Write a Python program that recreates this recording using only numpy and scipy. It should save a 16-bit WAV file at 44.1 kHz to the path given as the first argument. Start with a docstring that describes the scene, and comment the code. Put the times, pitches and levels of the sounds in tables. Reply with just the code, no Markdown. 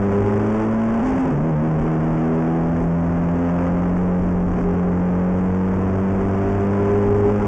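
"""A rasping V8 boom climbs in pitch, heard inside a race car rolling down a pit lane.
The revs drop with a hoot at an upshift, shudder, then climb again. Each crank order swells as it
passes a cabin resonance, over exhaust pulses, combustion roar and road rumble. These overload the
microphone, which squares the wave off into a rasp; a panel howl, a whine, buzz and hiss ride on top."""
import sys
import numpy as np
from scipy import signal
from scipy.fft import rfft, irfft, next_fast_len
from scipy.io import wavfile
from scipy.ndimage import uniform_filter1d, map_coordinates

SR = 44100
rng = np.random.default_rng(int(sys.argv[2]) if len(sys.argv) > 2 else 0)


def master_out(mix):
    """Clip the mix to full scale and print it as 16-bit PCM to the path in sys.argv[1]."""
    frames = np.transpose(np.atleast_2d(mix))
    ceiling = np.clip(frames, -1, 1)
    pcm = np.round(ceiling * 32767).astype(np.int16)
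    wavfile.write(sys.argv[1], SR, pcm)


N = 329427

# how hard the engine works: (time [s], relative level [dB])
ENGINE_EFFORT = [(0, -41.5), (.3, -35.5), (.9, -41), (1.07, -34.5), (1.29, -37), (1.42, -51.5),
                 (1.8, -44.5), (2.2, -43), (2.9, -52), (3.6, -42.5), (4.45, -54), (4.9, -48), (6.2, -46.5),
                 (6.9, -39.5), (7.47, -38.5)]
# spectrum of the fizz and the air puff: (frequency [Hz], relative density [dB])
HISS_SPECTRUM = [(300, -11), (1500, 5), (3000, 2), (6000, -2.5), (9000, -17)]
SHIFT_START_S, SHIFT_LENGTH_S = .98, .38


def engine(rate, firings):
    """Superposition: pulses and roar grow with effort; the boom sags at the shift and a throttle lift."""
    effort_db = effort()
    pulses = amp(-22 + 1.26 * effort_db) * exhaust(firings, uneven=3.04, scatter=.3)
    gas = amp(-16 + .48 * effort_db) * roar(firings, throb=.2)
    sag_db = -7 * shifting() - 7 * swell(4.56, half_s=.23)
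    return amp(sag_db) * boom(rate, firings, waver_db=1.56) + pulses + gas


def revs(flutter, shift_flutter):
    """Frequency modulation: the firing rate flutters, with a damped driveline shudder as the gear bites."""
    # four firings a crank turn: (time [s], base firing rate [Hz])
    firing_rate = [(0, 197.4), (.12, 199.3), (.25, 206.8), (.47, 215.3), (.97, 227.8), (1.1, 218.7),
                   (1.2, 176.9), (1.325, 153.5), (1.85, 157.2), (2.38, 162.3), (2.64, 165.9), (3.15, 170.3),
                   (3.5, 173.4), (4.1, 180.1), (4.55, 177.8), (5.1, 179.4), (6.1, 192.9), (7.47, 207.5)]
    bite_s, shudder_hz, swing_hz, decay_s = 1.325, 4.9, 15, .21
    t = np.maximum(np.arange(N) / SR - bite_s, 0)
    shudder = swing_hz * np.sin(2 * np.pi * shudder_hz * t) * np.exp(-t / decay_s)
    unsteadiness = (flutter + shift_flutter * shifting()) * wobble(25)
    return (curve(firing_rate) - shudder) * (1 + unsteadiness)


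def boom(rate, firings, waver_db):
    """Forced resonance: each strong crank order swells as it passes a mode of the cabin."""
    # strong harmonics of the crank: (order [cycles a turn], relative level [dB])
    crank_orders = [(2, -0.5), (4, 0.5), (5, -15), (6, 0), (7, -12.5), (8, -2), (9, -14), (10, -6.5)]
    # cabin resonances: (frequency [Hz], width before cubing [Hz], gain [dB])
    cabin_modes = [(88.57, 9, -18.5), (100.5, 18.4, -5.5), (153.6, 38.3, -7.5), (181.2, 24.9, -9),
                   (200, 21.2, -13), (224.9, 17.6, -7), (242.43, 17.8, -10.5), (260.3, 12.15, -10),
                   (296.6, 20, -16.5), (319, 13.2, -12), (328.7, 6.8, -11.5), (394.1, 38, -8),
                   (434.1, 16, -12)]
    grid_hz = np.arange(1000)
    response = sum(amp(db) * np.abs(resonance(grid_hz, hz, width)) ** 3 for hz, width, db in cabin_modes)
    out = np.zeros(N)
    for order, db in crank_orders:
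        multiple = order / 4  # of the firing rate
        dispersion = 2.5 * np.pi * multiple ** 2  # the pipes smear each pulse, so overtones peak apart
        gain = np.interp(multiple * rate, grid_hz, response) * amp(db + waver_db * wobble(18))
        out += gain * np.sqrt(2) * np.cos(2 * np.pi * multiple * firings + dispersion)
    return out


def exhaust(firings, uneven, scatter):
    """Source and filter: one pulse a firing excites the pipe; unequal cylinders add the odd orders."""
    # broad response of the pipe: (frequency [Hz], relative gain [dB])
    pipe_response = [(30, -35.5), (90, -0.5), (150, -5.5), (235, 7.5), (330, -1.5), (440, -1.5), (690, -4),
                     (900, -10.5), (1300, -12), (2500, -35), (5000, -50)]
    # narrow pipe resonances: (frequency [Hz], width [Hz], relative gain [dB])
    pipe_modes = [(551.4, 26, 9), (810, 55, 8.5), (1011, 63, 8)]
    onsets = np.flatnonzero(np.diff(np.floor(firings)))
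    imbalance = np.resize([.7, -.24, -.19, -.16], len(onsets))  # repeats every crank turn
    pulses = np.zeros(N)
    pulses[onsets] = 1 + uneven * imbalance + scatter * rng.standard_normal(len(onsets))
    peaks = lambda f: 1 + sum(amp(db) * resonance(f, hz, width) for hz, width, db in pipe_modes)
    return unit(filtered(coloured(pulses, pipe_response), peaks))


def roar(firings, throb):
    """Amplitude modulation: turbulent gas noise puffs with every firing."""
    # combustion noise: (frequency [Hz], relative density [dB])
    gas_spectrum = [(30, -33), (70, -3.5), (130, -3), (250, -1.5), (500, -3.5), (1000, -11), (2000, -20),
                    (4000, -33.5), (9000, -86)]
    puffs = 1 + throb * np.cos(2 * np.pi * firings)
    return unit(coloured(puffs * rng.standard_normal(N), gas_spectrum))


def hoot(hz, arch_hz, db, waver_db):
    """Pipe resonance: the exhaust sounds its own note through the shift, arching up to hz and back."""
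    across = np.clip(2 * (np.arange(N) / SR - SHIFT_START_S) / SHIFT_LENGTH_S - 1, -1, 1)
    pitch_hz = hz - arch_hz * across ** 2
    level = shifting() * amp(db + waver_db * wobble(50))
    return level * np.sqrt(2) * np.sin(2 * np.pi * np.cumsum(pitch_hz) / SR)


def overloaded(x, ceiling_db, hardness):
    """Saturation: the microphone flattens both sides of the wave, adding a rasp."""
    return x / (1 + np.abs(x / amp(ceiling_db)) ** hardness) ** (1 / hardness)


def howl(cabin, hz, width_hz, rest_db):
    """Sympathetic vibration: a panel rings throughout, with surges set where order 8 sweeps through it."""
    # surges of the panel: (time [s], gain [dB], half-length [s])
    surges = [(0.316, -3, 0.2), (6.97, 7.5, .34), (7.145, 7.5, 0.06), (7.288, 8, 0.075)]
    gain = amp(rest_db) + sum(amp(db) * swell(s, half_s) for s, db, half_s in surges)
    return gain * filtered(cabin, lambda f: resonance(f, hz, width_hz))


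def road(start_db, rise_db_per_s, wander_db):
    """Structure-borne sound: the stiff chassis rumbles more as speed grows and rings at each jolt."""
    # chassis rumble: (frequency [Hz], relative density [dB])
    rumble_spectrum = [(10, -32), (25, -8), (34, -8), (44, -1.5), (58, -12.5), (100, -9), (200, -34.5),
                       (500, -57)]
    # rough patches of tarmac: (time [s], level [dB])
    rough_patches = [(1.82, -17), (2.1, -17.5), (2.839, -16), (4.0, -18), (4.249, -19), (5.419, -20.5),
                     (6.2, -19), (6.949, -23)]
    # knocks from the gear change and road seams: (time [s], level [dB], pitch [Hz], 60 dB decay [s])
    jolts = [(1.135, -6, 102, .15), (1.31, -10, 55, .15), (1.57, -9, 75, .2), (4.51, -13, 48, .1),
             (4.575, -10, 240, .12), (4.67, -12, 42, .25)]
    level = amp(start_db + rise_db_per_s * np.arange(N) / SR + wander_db * wobble(5))
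    level += sum(amp(db) * swell(s, half_s=.06) for s, db in rough_patches)
    out = level * unit(coloured(rng.standard_normal(N), rumble_spectrum))
    for s, db, hz, t60 in jolts:
        t = np.maximum(np.arange(N) / SR - s, 0)
        out += amp(db) * np.sin(2 * np.pi * hz * t) * np.exp(-np.log(1000) * t / t60)
    return out


def whine(hz, drift_hz):
    """Interference: a nearly steady tone beats with order 8 when the revs carry that order past it."""
    # swells of the cabin whine: (time [s], level [dB], half-length [s])
    swells = [(0.278, -22, 0.24), (2.4, -32.5, .35), (4.699, -31, .25), (7.202, -28, 0.35)]
    level = sum(amp(db) * swell(s, half_s) for s, db, half_s in swells)
    pitch_hz = hz + drift_hz * wobble(8.1)
    return level * unit(np.sin(2 * np.pi * np.cumsum(pitch_hz) / SR))


def buzz(firings, level_db, effort_power, uneven, waver_db):
    """Forced vibration: body panels, kicked unequally by the two banks, pick out upper even orders."""
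    # body panel resonances: (frequency [Hz], width before squaring [Hz], relative gain [dB])
    panel_modes = [(474, 19, -4.5), (526.9, 24, -1.5), (543, 11, 4), (693.5, 49, -2.5), (816, 47, -1),
                   (1001, 30, -5)]
    kicks = np.diff(np.floor(firings), prepend=0) * (1 + uneven * np.cos(np.pi * firings))
    panels = lambda f: sum(amp(db) * resonance(f, hz, width) ** 2 for hz, width, db in panel_modes)
    level = amp(level_db + effort_power * effort() + waver_db * wobble(5))
    return level * unit(filtered(kicks, panels))


def puff(s, half_s, db):
    """Turbulence: a short hiss of air as the gear comes out."""
    return amp(db) * swell(s, half_s) * unit(coloured(rng.standard_normal(N), HISS_SPECTRUM))


def fizz(cabin, db, steady):
    """Modulation noise: a fine hiss flares on each steep edge of the flattened wave."""
    edges = unit(uniform_filter1d(np.abs(np.gradient(cabin)), size=110))
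    return amp(db) * (steady + edges) * unit(coloured(rng.standard_normal(N), HISS_SPECTRUM))


def shifting(attack_s=.04, release_s=.12):
    """Trapezoidal envelope of the gear change, 0 to 1."""
    t = np.arange(N) / SR - SHIFT_START_S
    return np.clip(np.minimum(t / attack_s, (SHIFT_LENGTH_S - t) / release_s), 0, 1)


def effort():
    """Engine effort in decibels about its mean."""
    db = curve(ENGINE_EFFORT)
    return db - np.mean(db)


def swell(s, half_s):
    """Gaussian envelope centred on time s."""
    return np.exp(-((np.arange(N) / SR - s) / half_s) ** 2)


def curve(rows):
    """Linear interpolation of (time, value) rows at every sample."""
    times, values = np.transpose(rows)
    return np.interp(np.arange(N) / SR, times, values)


def wobble(rate):
    """Smooth random modulation, rate knots a second."""
    knots = rng.standard_normal(int(N * rate / SR) + 4)
    return map_coordinates(knots, [np.arange(N) * rate / SR])


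def resonance(f, hz, width_hz):
    """Response of a damped oscillator, 1 at its centre."""
    return 1j * f * width_hz / (hz ** 2 - f * f + 1j * f * width_hz)


def filtered(x, response):
    """Linear filtering: the spectrum of x times a complex response of frequency."""
    size = next_fast_len(N + SR // 2)
    return irfft(rfft(x, size) * response(np.fft.rfftfreq(size, 1 / SR)), size)[:N]


def coloured(x, points, size=16384):
    """Minimum-phase filtering through (frequency [Hz], gain [dB]) points on a log axis."""
    hz, db = np.transpose(points)
    gain = amp(np.interp(np.log(np.fft.rfftfreq(size, 1 / SR) + 1), np.log(hz), db))
    cepstrum = irfft(np.log(gain))
    cepstrum[1:size // 2] *= 2  # folding onto positive time makes the filter causal
    cepstrum[size // 2 + 1:] = 0
    impulse_response = irfft(np.exp(rfft(cepstrum)))
    return signal.fftconvolve(x, impulse_response)[:N]


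def amp(db):
    """Decibels to amplitude ratio."""
    return 10 ** (np.asarray(db) / 20)


def unit(x):
    """Normalisation to rms 1."""
    return x / np.sqrt(np.mean(x ** 2) + 1e-20)


def scene():
    """Engine, hoot and road saturate together; howl, whine, buzz and hiss add by superposition."""
    rate = revs(flutter=.002, shift_flutter=.03)
    firings = np.cumsum(rate) / SR  # phase, counted in firings
    pressure = engine(rate, firings) + hoot(hz=264, arch_hz=20, db=-4.5, waver_db=5)
    pressure += road(start_db=-23.5, rise_db_per_s=1.06, wander_db=1.5)
    cabin = overloaded(pressure, ceiling_db=-17.5, hardness=16)
    tones = howl(cabin, hz=408.2, width_hz=12, rest_db=-6) + whine(hz=400.6, drift_hz=1.492)
    tones += buzz(firings, level_db=-38.5, effort_power=.34, uneven=.35, waver_db=1.5)
    hiss = puff(s=1.075, half_s=.035, db=-30) + fizz(cabin, db=-40, steady=.18)
    return (cabin + tones + hiss)[None]


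def record(dry):
    """Frequency response: the microphone colours the sound, notches the treble and limits the band."""
    # the microphone's colour: (frequency [Hz], gain [dB])
    mic_response = [(5, -6.5), (20, 0.5), (100, -0.5), (280, 0), (400, -1), (560, -2), (1000, -2.5),
                    (2000, -7), (3000, -9.5), (5000, -11.5), (7000, -11.5), (9000, -17), (10000, -29.5),
                    (11000, -38)]
    low_hz, top_hz = 2, 11500
    notch = lambda f: 1 - resonance(f, hz=3985, width_hz=4920)
    band = lambda f: 1j * f / (low_hz + 1j * f) * (f < top_hz)
    return filtered(coloured(dry[0], mic_response), lambda f: notch(f) * band(f))[None]


dry = scene()
out = record(dry)
master_out(out)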